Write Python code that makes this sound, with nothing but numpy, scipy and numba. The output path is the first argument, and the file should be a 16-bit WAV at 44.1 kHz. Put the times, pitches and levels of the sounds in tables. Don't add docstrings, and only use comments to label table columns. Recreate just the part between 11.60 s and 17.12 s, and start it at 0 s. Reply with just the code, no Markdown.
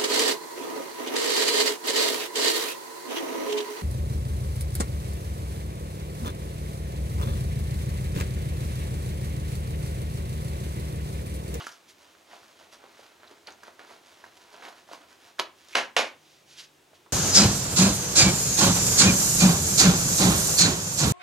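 import sys
import numpy as np
from scipy import signal
from scipy.fft import rfft, irfft, next_fast_len
from scipy.io import wavfile
from scipy.ndimage import uniform_filter1d, minimum_filter1d
from numba import njit

SR = 44100
rng = np.random.default_rng(int(sys.argv[2]) if len(sys.argv) > 2 else 0)


def dump(signal):
    limited = np.clip(np.atleast_2d(signal).T, -1, 1)
    pcm = np.round(limited * 32767).astype(np.int16)
    wavfile.write(sys.argv[1], SR, pcm)


N = 243541
TIME = np.arange(N) / SR

# f/Hz, level/dB
FOLD_SPECTRUM = [(30, -34), (100, -31), (220, -4), (380, 0.5), (700, 5), (1500, 2.5), (2500, -4.5),
                 (4500, -6.5), (10000, -67.5)]
# f/Hz, level/dB
WEAVE_SPECTRUM = [(200, -53), (700, -3.5), (1500, 2.5), (3400, 3.5), (6600, 0.5), (7800, -7), (11000, -9),
                  (15500, -22)]


def undb(db):
    return 10 ** (np.asarray(db) / 20)


def unit_rms(x):
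    return x / np.sqrt(np.mean(x ** 2))


def unit_energy(x):
    return x / np.sqrt(np.sum(x ** 2))


def at_hz(points, hz):
    f, value = np.transpose(points)
    return np.interp(np.log(np.maximum(hz, 1)), np.log(f), value)


def colour(x, points):
    size = 4096
    gain = undb(at_hz(points, np.fft.rfftfreq(size, 1 / SR)))
    cepstrum = irfft(np.log(gain))
    cepstrum[1:size // 2] *= 2
    cepstrum[size // 2 + 1:] = 0
    impulse = unit_energy(irfft(np.exp(rfft(cepstrum))))
    return signal.fftconvolve(x, impulse)[:len(x)]


def resonate(x, hz, q):
    return signal.lfilter(*signal.iirpeak(hz, q, fs=SR), x)


def fade(t, t60):
    return np.exp(-np.log(1000) * t / t60)


def wander(rate):
    knots = rng.standard_normal(4096)
    return 1.61 * np.interp(TIME * rate, np.arange(len(knots)), knots)


def add(track, start_s, sound):
    start = int(start_s * SR)
    track[start:start + len(sound)] += sound[:N - start]


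def fibres(rate, spread_db):
    slips = rng.random(N) < rate / SR
    sizes = undb(spread_db * np.minimum(rng.exponential(size=N), 5))
    return unit_rms(slips * sizes * rng.choice([-1, 1], N))


def snap(t, t60):
    spectrum = rfft(rng.standard_normal(len(t)) * fade(t, t60))
    whitened = irfft(spectrum / np.abs(spectrum), len(t))
    return unit_energy(whitened * fade(t, 2 * t60))


def room_tone():
    # f/Hz, level/dB
    air_spectrum = [(25, -16), (50, -30), (80, -0.5), (130, -7.5), (250, -3.5), (335, 3.5), (450, -2.5),
                    (680, -2.5), (1400, -8), (3500, -8.5), (4500, -12.5), (6300, -12.5), (8500, -16.5),
                    (15500, -22.5)]
    # t/s, level/dB
    drone_swell = [(4.4, -92), (4.62, -73), (5.1, -73), (5.4, -79)]
    mid, side = (undb(-61.5) * colour(rng.standard_normal(N), air_spectrum) for _ in range(2))
    drone_hz = 145 + 2.37 * wander(rate=6.5)
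    drone_db = np.interp(TIME, *np.transpose(drone_swell)) + wander(rate=16)
    drone = unit_rms(np.sin(2 * np.pi * np.cumsum(drone_hz) / SR)) * undb(drone_db)
    return mid + drone, 1.4 * side


def reflections():
    # f/Hz, t60/s
    decay_times = [(150, 0.45), (400, 0.25), (1000, 0.28), (2700, 0.25), (7000, 0.17), (14000, 0.21)]
    t = np.arange(SR // 2) / SR
    noise_spectrum = rfft(rng.standard_normal(len(t)))
    hz = np.fft.rfftfreq(len(t), 1 / SR)
    centres = np.geomspace(125, 16000, 8)
    tail = 0
    for centre, band in zip(centres, np.eye(len(centres))):
        share = at_hz(np.c_[centres, band], hz)
        octave = irfft(noise_spectrum * share, len(t))
        tail = tail + octave * fade(t, at_hz(decay_times, centre))
    onset = np.clip((t - .002) / .0026, 0, 1)
    return unit_energy(tail * onset)


def echoes(dry):
    place = 2 * np.pi * 14 * TIME + wander(rate=20)
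    shares = np.cos(place), np.sin(place)
    return sum(signal.fftconvolve(dry * share, reflections())[:N] for share in shares)


def room(dry):
    # f/Hz, level/dB
    modes = [(240, 1.5), (414, 6), (496, -6.5), (610, -2), (690, 4), (964, 2.5)]
    t = np.arange(SR // 2) / SR
    ring = sum(undb(db) * np.cos(2 * np.pi * hz * t) for hz, db in modes) * fade(t, t60=.21)
    mid = .75 * dry + undb(-61) * signal.fftconvolve(dry, ring)[:N]
    lagging = signal.hilbert(mid, next_fast_len(N))[:N].imag
    side = lagging - .45 * mid
    return mid + undb(-9.5) * echoes(dry), side + undb(-7.5) * echoes(dry)


def stroke_speed(peak_s, rise, fall):
    away = np.maximum((peak_s - TIME) / rise, (TIME - peak_s) / fall)
    return undb(-7.5 * np.minimum(away, 10) ** 1.75)


def denim_rustle():
    # peak t/s, rise/s, fall/s, fold rub/dB, weave hiss/dB
    strokes = [ (0.005, 0.022, 0.023, -43, -47), (0.065, 0.056, 0.076, -58, -47),
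               (0.43, 0.067, 0.075, -62, -60), (0.735, 0.04, 0.048, -49.5, -53.5),
               (0.84, 0.084, 0.12, -61.5, -59), (1.02, 0.042, 0.057, -54.5, -59),
               (1.135, 0.014, .03, -54, -54), (1.255, 0.062, 0.015, -53.5, -74),
               (1.42, 0.13, 0.081, -56.5, -58), (1.7, 0.16, 0.078, -56, -67),
               (1.885, 0.018, 0.04, -46.5, -54), (2.085, 0.065, 0.015, -51, -58.5),
               (2.198, .008, .04, -47.5, -60), (2.315, 0.077, 0.067, -52.5, -56),
               (2.485, 0.043, 0.11, -58, -57), (2.655, 0.066, 0.053, -56, -62),
               (2.815, 0.081, 0.031, -60.5, -57.5), (2.96, 0.084, .07, -51.5, -55.5),
               (3.055, 0.05, 0.062, -46.5, -52), (3.18, 0.035, 0.04, -56.5, -57.5),
               (3.335, 0.039, 0.038, -48, -50), (3.41, 0.026, 0.065, -56.5, -68),
               (3.521, 0.035, 0.022, -58, -56.5), (3.68, 0.089, 0.037, -56, -56),
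               (4.01, 0.04, 0.12, -64.5, -57.5), (4.141, 0.046, 0.022, -66, -47)]
    holding = np.clip((3.75 - TIME) / .1, 0, 1)
    rub_power = (holding * undb(-68)) ** 2
    hiss_power = (holding * undb(-66.5)) ** 2
    for peak_s, rise, fall, rub_db, hiss_db in strokes:
        speed = stroke_speed(peak_s, rise, fall)
        rub_power += (speed * undb(rub_db)) ** 2
        hiss_power += (speed * undb(hiss_db)) ** 2
    grip = undb(.88 * wander(rate=79))
    folds = colour(fibres(rate=1500, spread_db=3), FOLD_SPECTRUM) * np.sqrt(rub_power)
    weave = colour(fibres(rate=5000, spread_db=4), WEAVE_SPECTRUM) * np.sqrt(hiss_power)
    return grip * (folds + weave)


def hand_brushes():
    # t/s, length/s, hiss centre/Hz, level/dB
    sweeps = [(0.266, 0.069, 8800, -56), (1.106, 0.055, 8000, -56), (4.519, 0.39, 4620, -64),
              (4.84, 0.17, 5170, -56.5), (4.952, 0.091, 4660, -46), (4.989, 0.091, 5000, -54.5),
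              (5.33, 0.055, 3500, -62.5)]
    out = np.zeros(N)
    for start_s, length, hz, db in sweeps:
        speed = np.hanning(int(length * SR))
        threads = colour(rng.standard_normal(SR // 2), WEAVE_SPECTRUM)
        hiss = resonate(threads, hz, q=.61)[-len(speed):]
        add(out, start_s, undb(db) * unit_rms(speed * hiss))
    return out


def leather_creaks():
    # t/s, length/s, f/Hz, level/dB
    creaks = [(0, 0.021, 1170, -43.5), (0, 0.024, 3020, -46), (0.065, 0.022, 1390, -49),
              (0.107, 0.029, 5670, -54.5), (1.67, 0.016, 4030, -56), (1.869, 0.0065, 4370, -41.5),
              (1.916, 0.014, 6070, -55), (2.638, 0.01, 1570, -43.5), (4.122, 0.03, 2340, -46.5)]
    out = np.zeros(N)
    for start_s, length, hz, db in creaks:
        swell = np.hanning(int(length * SR))
        friction = rng.standard_normal(SR // 8)
        squeak = resonate(resonate(friction, hz, q=4), hz, q=4)[-len(swell):]
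        add(out, start_s, undb(db) * unit_rms(swell * squeak))
    return out


def leather_taps():
    # t/s, level/dB, knock f/Hz, tick re knock/dB, scuff t60/s
    touches = [ (0.042, -22, 1450, -9, .02), (0.068, -10.5, 1310, -3, 0.041), (0.551, -34, 1320, -7, 0.015),
               (0.733, -24.5, 725, -16, 0.05), (0.748, -35.5, 716, -3.5, 0.034),
               (1.2405, -27.5, 626, -12, 0.017), (1.393, -24, 604, -11, 0.063),
               (1.633, -26.5, 1410, -11, .01), (1.711, -26.5, 426, -2, .05),
               (1.873, -23, 2480, -0.5, 0.043), (1.882, -23.5, 1410, -25, 0.025),
               (2.034, -21, 1390, -2, 0.049), (2.081, -27, 745, -22, 0.035),
               (2.1932, -20.5, 1700, -10, 0.014), (2.248, -28.5, 1210, -7, 0.017),
               (2.308, -24, 640, -8, 0.048), (2.64, -23.5, 940, -10, 0.018),
               (3.023, -21.5, 1400, -12, 0.05), (3.052, -18.5, 1910, -12, 0.015),
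               (3.069, -26, 910, -16, 0.015), (3.084, -23, 666, -4, 0.085), (3.289, -25.5, 795, -9, 0.059),
               (3.313, -19, 600, -18, 0.14), (3.333, -17.5, 1010, -4, 0.019),
               (3.785, -21.5, 1400, -6, 0.072), (4.086, -30, 5000, -10, .013),
               (5.332, -31.5, 593, -23, 0.1), (5.461, -31, 1000, -17, 0.062)]
    out, t = np.zeros(N), np.arange(SR // 8) / SR
    for start_s, db, hz, tick_db, t60 in touches:
        scuff = snap(t, t60)
        knock = unit_energy(resonate(resonate(scuff, hz, q=1.5), hz, q=1.5))
        body = undb(-2) * unit_energy(colour(scuff, FOLD_SPECTRUM))
        tick = undb(tick_db) * unit_energy(colour(scuff, WEAVE_SPECTRUM))
        add(out, start_s, undb(db) * (knock + body + tick))
    return out


def holster_snap_and_pats():
    # t/s, level/dB, crush re crack/dB, crush t60/s, hardness (palm 0, holster 1), air f/Hz
    hits = [(3.7916, -12, 6.5, 0.032, 0.85, 1170), (3.796, 4.5, -8.5, 0.013, 0.93, 750),
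            (4.151, -4.5, -10, 0.06, 0.22, 1310), (4.154, 10, 1.5, 0.2, 0, 1670),
            (4.3649, -6, -5, 0.033, 0.74, 1500), (4.366, 7, 6.5, 0.22, 0, 2300)]
    # f/Hz, level/dB
    holster_spectrum = [(60, -49), (160, -18), (290, -20.5), (400, -2), (560, -11.5), (700, -3),
                        (1150, -0.5), (1700, -8.5), (4200, -6.5), (6500, -15.5), (8500, -25.5),
                        (12000, -25.5), (15500, -42)]
    # f/Hz, level/dB
    palm_spectrum = [(30, -34), (90, -31), (190, -23.5), (240, -6.5), (360, -8.5), (500, 0), (720, -0.5),
                     (1000, -3.5), (1700, -3.5), (3200, -4.5), (4600, -9.5), (6600, -12), (8000, -22),
                     (11500, -27.5), (15000, -50)]
    out, t = np.zeros(N), np.arange(SR // 3) / SR
    for start_s, db, crush_db, t60, hardness, pocket_hz in hits:
        crush = fibres(rate=4000, spread_db=1.5)[:len(t)] * fade(t, t60)
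        crack = snap(t, t60=.02 + .025 * hardness)
        push = crack + undb(crush_db) * unit_energy(crush)
        smack = hardness * colour(push, holster_spectrum) + (1 - hardness) * colour(push, palm_spectrum)
        air_pocket = .6 * resonate(smack, pocket_hz, q=3)
        add(out, start_s, undb(db) * (smack + air_pocket))
    return out


def scene():
    # f/Hz, side gain/dB
    stereo_width = [(60, -15), (150, -16.5), (500, -8), (1200, -6), (2400, -8), (4400, -11.5),
                    (8000, -14.5), (13000, -29)]
    handling = denim_rustle() + hand_brushes() + leather_taps() + leather_creaks()
    mid, side = room(handling + holster_snap_and_pats())
    air_mid, air_side = room_tone()
    size = next_fast_len(N)
    side_gain = undb(at_hz(stereo_width, np.fft.rfftfreq(size, 1 / SR)))
    side = irfft(rfft(side + air_side, size) * side_gain, size)[:N]
    return mid + air_mid + np.array([side, -side])


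@njit
def follow(x, attack_s, release_s):
    out, level = np.empty(len(x)), 0.
    for i in range(len(x)):
        lag_s = attack_s if x[i] > level else release_s
        level += (x[i] - level) / (lag_s * SR)
        out[i] = level
    return out


def record(dry):
    threshold_db, cutoff_hz = -11.5, 15800
    envelope = follow(np.abs(dry).max(axis=0), attack_s=.0006, release_s=.025)
    gain = 1 / np.maximum(envelope / undb(threshold_db), 1)
    gain = uniform_filter1d(minimum_filter1d(gain, size=64), size=32)
    lowpass = signal.ellip(8, .2, 70, cutoff_hz, fs=SR, output="sos")
    return signal.sosfilt(lowpass, dry * gain)


dry = scene()
out = record(dry)
dump(out)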